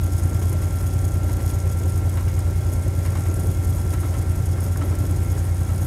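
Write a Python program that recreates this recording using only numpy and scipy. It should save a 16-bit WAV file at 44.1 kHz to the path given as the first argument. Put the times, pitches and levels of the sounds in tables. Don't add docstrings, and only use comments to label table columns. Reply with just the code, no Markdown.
import sys
import numpy as np
from scipy import signal
from scipy.fft import rfft, irfft
from scipy.io import wavfile
from scipy.ndimage import uniform_filter1d

SR = 44100
rng = np.random.default_rng(int(sys.argv[2]) if len(sys.argv) > 2 else 0)


def master(y):
    cut = np.clip(np.atleast_2d(y).T, -1, 1)
    pcm = np.round(cut * 32767)
    wavfile.write(sys.argv[1], SR, pcm.astype(np.int16))


def decibels_to_gain(level_db):
    exponent = np.asarray(level_db, float) / 20
    return 10 ** exponent


N = 258426
t = np.arange(N) / SR

# (multiple of crank speed, mean rms level [dB])
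CRANK_ORDERS = [(3, -57), (4, -44), (5, -35.3), (6, -33.8), (7, -40.6), (8, -30.7), (8.5, -49), (9, -22.0),
                (9.5, -46.5), (10, -38.6), (11, -32.7), (13, -53), (14, -50), (15, -37.5), (16, -53),
                (17, -53), (19, -54), (20, -53)]
# (multiple of lobe rate, mean rms level [dB])
BLOWER_ORDERS = [(1, -35.4), (2, -33.6), (3, -49), (13, -57), (16, -60), (18, -64)]
# (teeth, level against the main mesh [dB])
SIDE_MESHES = [(39, -4), (78, -12), (79, -4), (158, -9.5)]
# (time [s], level about the usual [dB])
SHAKE = [(0.0, -1), (0.55, .5), (1.32, 1), (1.88, .5), (2.12, -1.5), (2.9, -1.5), (3.16, 1), (3.93, 1),
         (4.49, 0), (4.83, 1), (5.11, 0.5), (5.58, -1.5), (5.86, 2.5)]
# (pitch [Hz], width [Hz], level [dB])
FITTINGS = [(3337, 80, -8.5), (5300, 560, -11), (6650, 310, -5), (8050, 560, -9.5), (9510, 390, -4.5),
            (10400, 300, -11.5), (11360, 480, -11.5), (12600, 2700, -9.5)]
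# (time [s], strike [dB], favoured pitch [Hz])
RATTLES = [(0.0398, -15, 11800), (0.1795, -17, 7980), (0.4946, -15, 11300), (0.5282, -14, 11500),
           (0.6195, -18.5, 9460), (0.9892, -17, 6540), (1.0799, -19, 9500), (1.51, -16, 9600),
           (1.601, -16, 6610), (1.8936, -17.5, 8240), (1.9768, -14, 9510), (2.7355, -15.5, 9980),
           (2.88, -16, 9630), (2.9896, -21, 6860), (3.061, -16, 9510), (3.3404, -15, 9640),
           (3.3987, -19, 9600), (3.926, -16.5, 9320), (4.0076, -17.5, 9660), (4.457, -15.5, 9470),
           (4.6049, -16, 9740), (4.9871, -18, 8050), (5.234, -19, 9500), (5.7578, -18.5, 9580)]
# (first axle [s], clatter peak [dB], fall per axle [dB], ring against clatter [dB], sharpness [dB per octave])
RAIL_JOINTS = [(0.415, -33.5, 0.5, -10, -5), (1.289, -32.5, 1.5, -28, -4), (2.171, -29, 3.5, -5, -2.5),
               (3.05, -28, 2, -10, -2.5), (3.931, -29.5, 1.5, -0.5, -2), (4.812, -30, 7.5, 5.5, -2),
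               (5.688, -32, 12, 2.5, -1)]
# (pitch [Hz], width of one filter pass [Hz], level before sharpness [dB])
FRAME_RINGS = [(600, 600, -1), (970, 450, 0), (1500, 700, -2), (1900, 500, -4), (2600, 800, -11),
               (3500, 600, -14)]
# (time [s], peak [dB])
KNOCKS = [(0.356, -41), (0.805, -35), (3.153, -29), (4.032, -28.5), (4.581, -34), (4.625, -33),
          (4.759, -27), (5.377, -33), (5.841, -40)]
# (time [s], strike [dB])
THUDS = [(0.415, -41), (0.519, -38), (1.229, -25.5), (1.289, -26.5), (1.425, -32), (3.931, -31),
         (4.035, -33), (4.812, -25), (5.687, -31)]
# (frequency [Hz], relative level [dB per Hz])
ROAR_COLOUR = [(20, -24), (32, -19), (45, -9), (70, -6), (100, -4.5), (130, -9), (190, -13), (240, -15.5),
               (295, -12.5), (325, -14), (350, -14), (480, -24), (550, -19), (700, -25.5), (1100, -32.5),
               (2000, -35.5), (3000, -42.5), (4300, -45), (9000, -41), (15500, -53)]

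CRANK_HZ, THUMP_S = 9.8805, .052


def level(x, db):
    return x * decibels_to_gain(db) / np.sqrt(np.mean(x ** 2))


def band(x, hz, width):
    return signal.lfilter(*signal.iirpeak(hz, hz / width, fs=SR), x)


def walk(rate):
    hold = int(SR / rate)
    steps = np.repeat(rng.standard_normal(N // hold + 1), hold)
    return 1.09 * uniform_filter1d(uniform_filter1d(steps, hold), hold)[:N]


def tone(turns, db):
    return np.sqrt(2) * decibels_to_gain(db) * np.cos(2 * np.pi * turns)


def shake_db():
    return np.interp(t, *np.transpose(SHAKE))


def engine(waver_db=.5, slip_turns=.006):
    frame_early_s, frame_below_hz, lead_rad = .0225, 74, -1.7
    out = 0
    for order, db in CRANK_ORDERS:
        hz = order * CRANK_HZ
        early_s = frame_early_s * (hz < frame_below_hz)
        turns = hz * (t - THUMP_S + early_s) + lead_rad / (2 * np.pi)
        out = out + tone(turns + slip_turns * walk(4.85), db + waver_db * walk(5.6))
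    return out


def blower(lobe_hz=58.545, start_turn=.88, waver_db=.52):
    return sum(tone(order * lobe_hz * t + start_turn, db + waver_db * walk(6)) for order, db in BLOWER_ORDERS)


def gears(throb_db=-0.1):
    main_teeth, start_db, ease_db_per_s = 138, -48, 0.74
    db = start_db - ease_db_per_s * t + 0.78 * shake_db()
    shaft_turns = CRANK_HZ * np.cumsum(1 + .0008 * walk(2)) / SR
    load_db = db + throb_db * np.cos(2 * np.pi * CRANK_HZ * (t - THUMP_S))
    out = tone(main_teeth * shaft_turns + .03 * walk(25), load_db + 1.4 * walk(30))
    for teeth, against_main_db in SIDE_MESHES:
        turns = teeth * shaft_turns + rng.random() + 0.03 * walk(25)
        out += tone(turns, np.mean(db) + against_main_db + 1.3 * walk(18))
    smeared = band(rng.standard_normal(N), 2152., 7.9)
    return out + level(smeared, -60.0)


def smear(taps, decay_s):
    return signal.lfilter([1], [1, -np.exp(-1 / (decay_s * SR))], taps)


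def rattle(taps_per_s=220., spread_db=5.5, decay_s=.0028, hiss_db=-4., loud_decay_s=.0045):
    chatter_db = -45
    soft_count, soft_db = 36, -19.5
    chance = rng.random((soft_count, 3))
    soft = [(a * t[-1], soft_db - 1.1 * b, 6500 * 2 ** (0.61 * c)) for a, b, c in chance]
    happens = rng.random(N) < taps_per_s / SR * decibels_to_gain(1.6 * walk(60))
    taps = happens * decibels_to_gain(spread_db * rng.uniform(-0.62, 1, size=N))
    chatter, loud_rattles = 0, 0
    for hz, width, db in FITTINGS:
        favour = decibels_to_gain(10.5 * rng.uniform(-1.1, 1, size=N))
        gate = level(smear(taps * favour, decay_s), 0) + decibels_to_gain(hiss_db)
        chatter = chatter + decibels_to_gain(db) * band(rng.standard_normal(N) * gate, hz, width)
        strikes = np.zeros(N)
        for s, strike_db, strike_hz in RATTLES + soft:
            octaves_off = abs(np.log2(hz / strike_hz))
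            strikes[int(s * SR)] = decibels_to_gain(strike_db - 15.0 * octaves_off)
        burst = rng.standard_normal(N) * smear(strikes, loud_decay_s)
        loud_rattles = loud_rattles + decibels_to_gain(db) * band(burst, hz, width)
    soften_top = signal.butter(N=5, Wn=13700., fs=SR, output="sos")
    return signal.sosfilt(soften_top, decibels_to_gain(shake_db()) * level(chatter, chatter_db) + loud_rattles)


def joints():
    axle_gap_s, clatter_s, ring_hz, ring_s = .103, 0.03, 1316, .013
    size = SR // 4
    out, u = np.zeros(N + SR), np.arange(size) / SR
    ring = np.sin(2 * np.pi * ring_hz * u) * np.exp(-u / ring_s) * (1 - np.exp(-u / 0.0045)) ** 2
    for s, db, fall_db, ring_db, sharp_db in RAIL_JOINTS:
        for axle in range(3):
            push = rng.standard_normal(size) * np.exp(-u / clatter_s) * (1 - np.exp(-u / 0.00056))
            clatter = 0
            for hz, width, frame_db in FRAME_RINGS:
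                gain = decibels_to_gain(frame_db + sharp_db * np.log2(hz / ring_hz))
                clatter = clatter + gain * band(band(push, hz, width), hz, width)
            blow = clatter / abs(clatter).max() + decibels_to_gain(ring_db) * ring
            i = int((s + axle * axle_gap_s) * SR)
            out[i:i + size] += decibels_to_gain(db - axle * fall_db) * blow
    return out[:N]


def knocks(decay_s=0.0024):
    out, u = np.zeros(N + SR), np.arange(SR // 20) / SR
    for s, db in KNOCKS:
        tap = rng.standard_normal(len(u)) * np.exp(-u / decay_s)
        for _ in range(3):
            tap = band(tap, 1150., 820.0)
        i = int(s * SR)
        out[i:i + len(u)] += decibels_to_gain(db) * tap / abs(tap).max()
    return out[:N]


def thuds(hz=296.3, decay_s=0.024):
    blows, u = np.zeros(N), np.arange(SR // 4) / SR
    for s, db in THUDS:
        blows[int(s * SR)] = decibels_to_gain(db)
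    thud = np.sin(2 * np.pi * hz * u) * np.exp(-u / decay_s) * (1 - np.exp(-u / 0.0027))
    return signal.fftconvolve(blows, thud)[:N]


def roar(rms_db=-30):
    hz, db = np.transpose(ROAR_COLOUR)
    f = np.arange(N // 2 + 1) * SR / N + 1
    noise = rfft(rng.standard_normal(N)) * decibels_to_gain(np.interp(np.log(f), np.log(hz), db))
    swell = 0.48 * shake_db()
    pulse = 0.21 * np.cos(2 * np.pi * CRANK_HZ * (t - .06)) + 1.8 * walk(60)
    out = 0
    for octave in np.arange(4, 14.5, .5):
        share = np.clip(1 - 2 * abs(np.log2(f) - octave), 0, 1)
        middle = np.exp(-((octave - 8.6) / 2.2) ** 2)
        gain = decibels_to_gain(middle * (swell + pulse) + 0.66 * walk(9))
        out = out + gain * irfft(noise * share, N)
    return level(out, rms_db)


def scene():
    mix = engine() + blower() + gears() + rattle() + joints() + knocks() + thuds() + roar()
    return mix[None]


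def top_cut(x):
    return signal.sosfilt(signal.butter(12, 15730, fs=SR, output="sos"), x)


def record(dry):
    cut_top = signal.ellip(10, .2, 80, 15730, fs=SR, output="sos")
    mix = signal.sosfilt(cut_top, dry)
    return top_cut(mix)


dry = scene()
out = record(dry)
master(out)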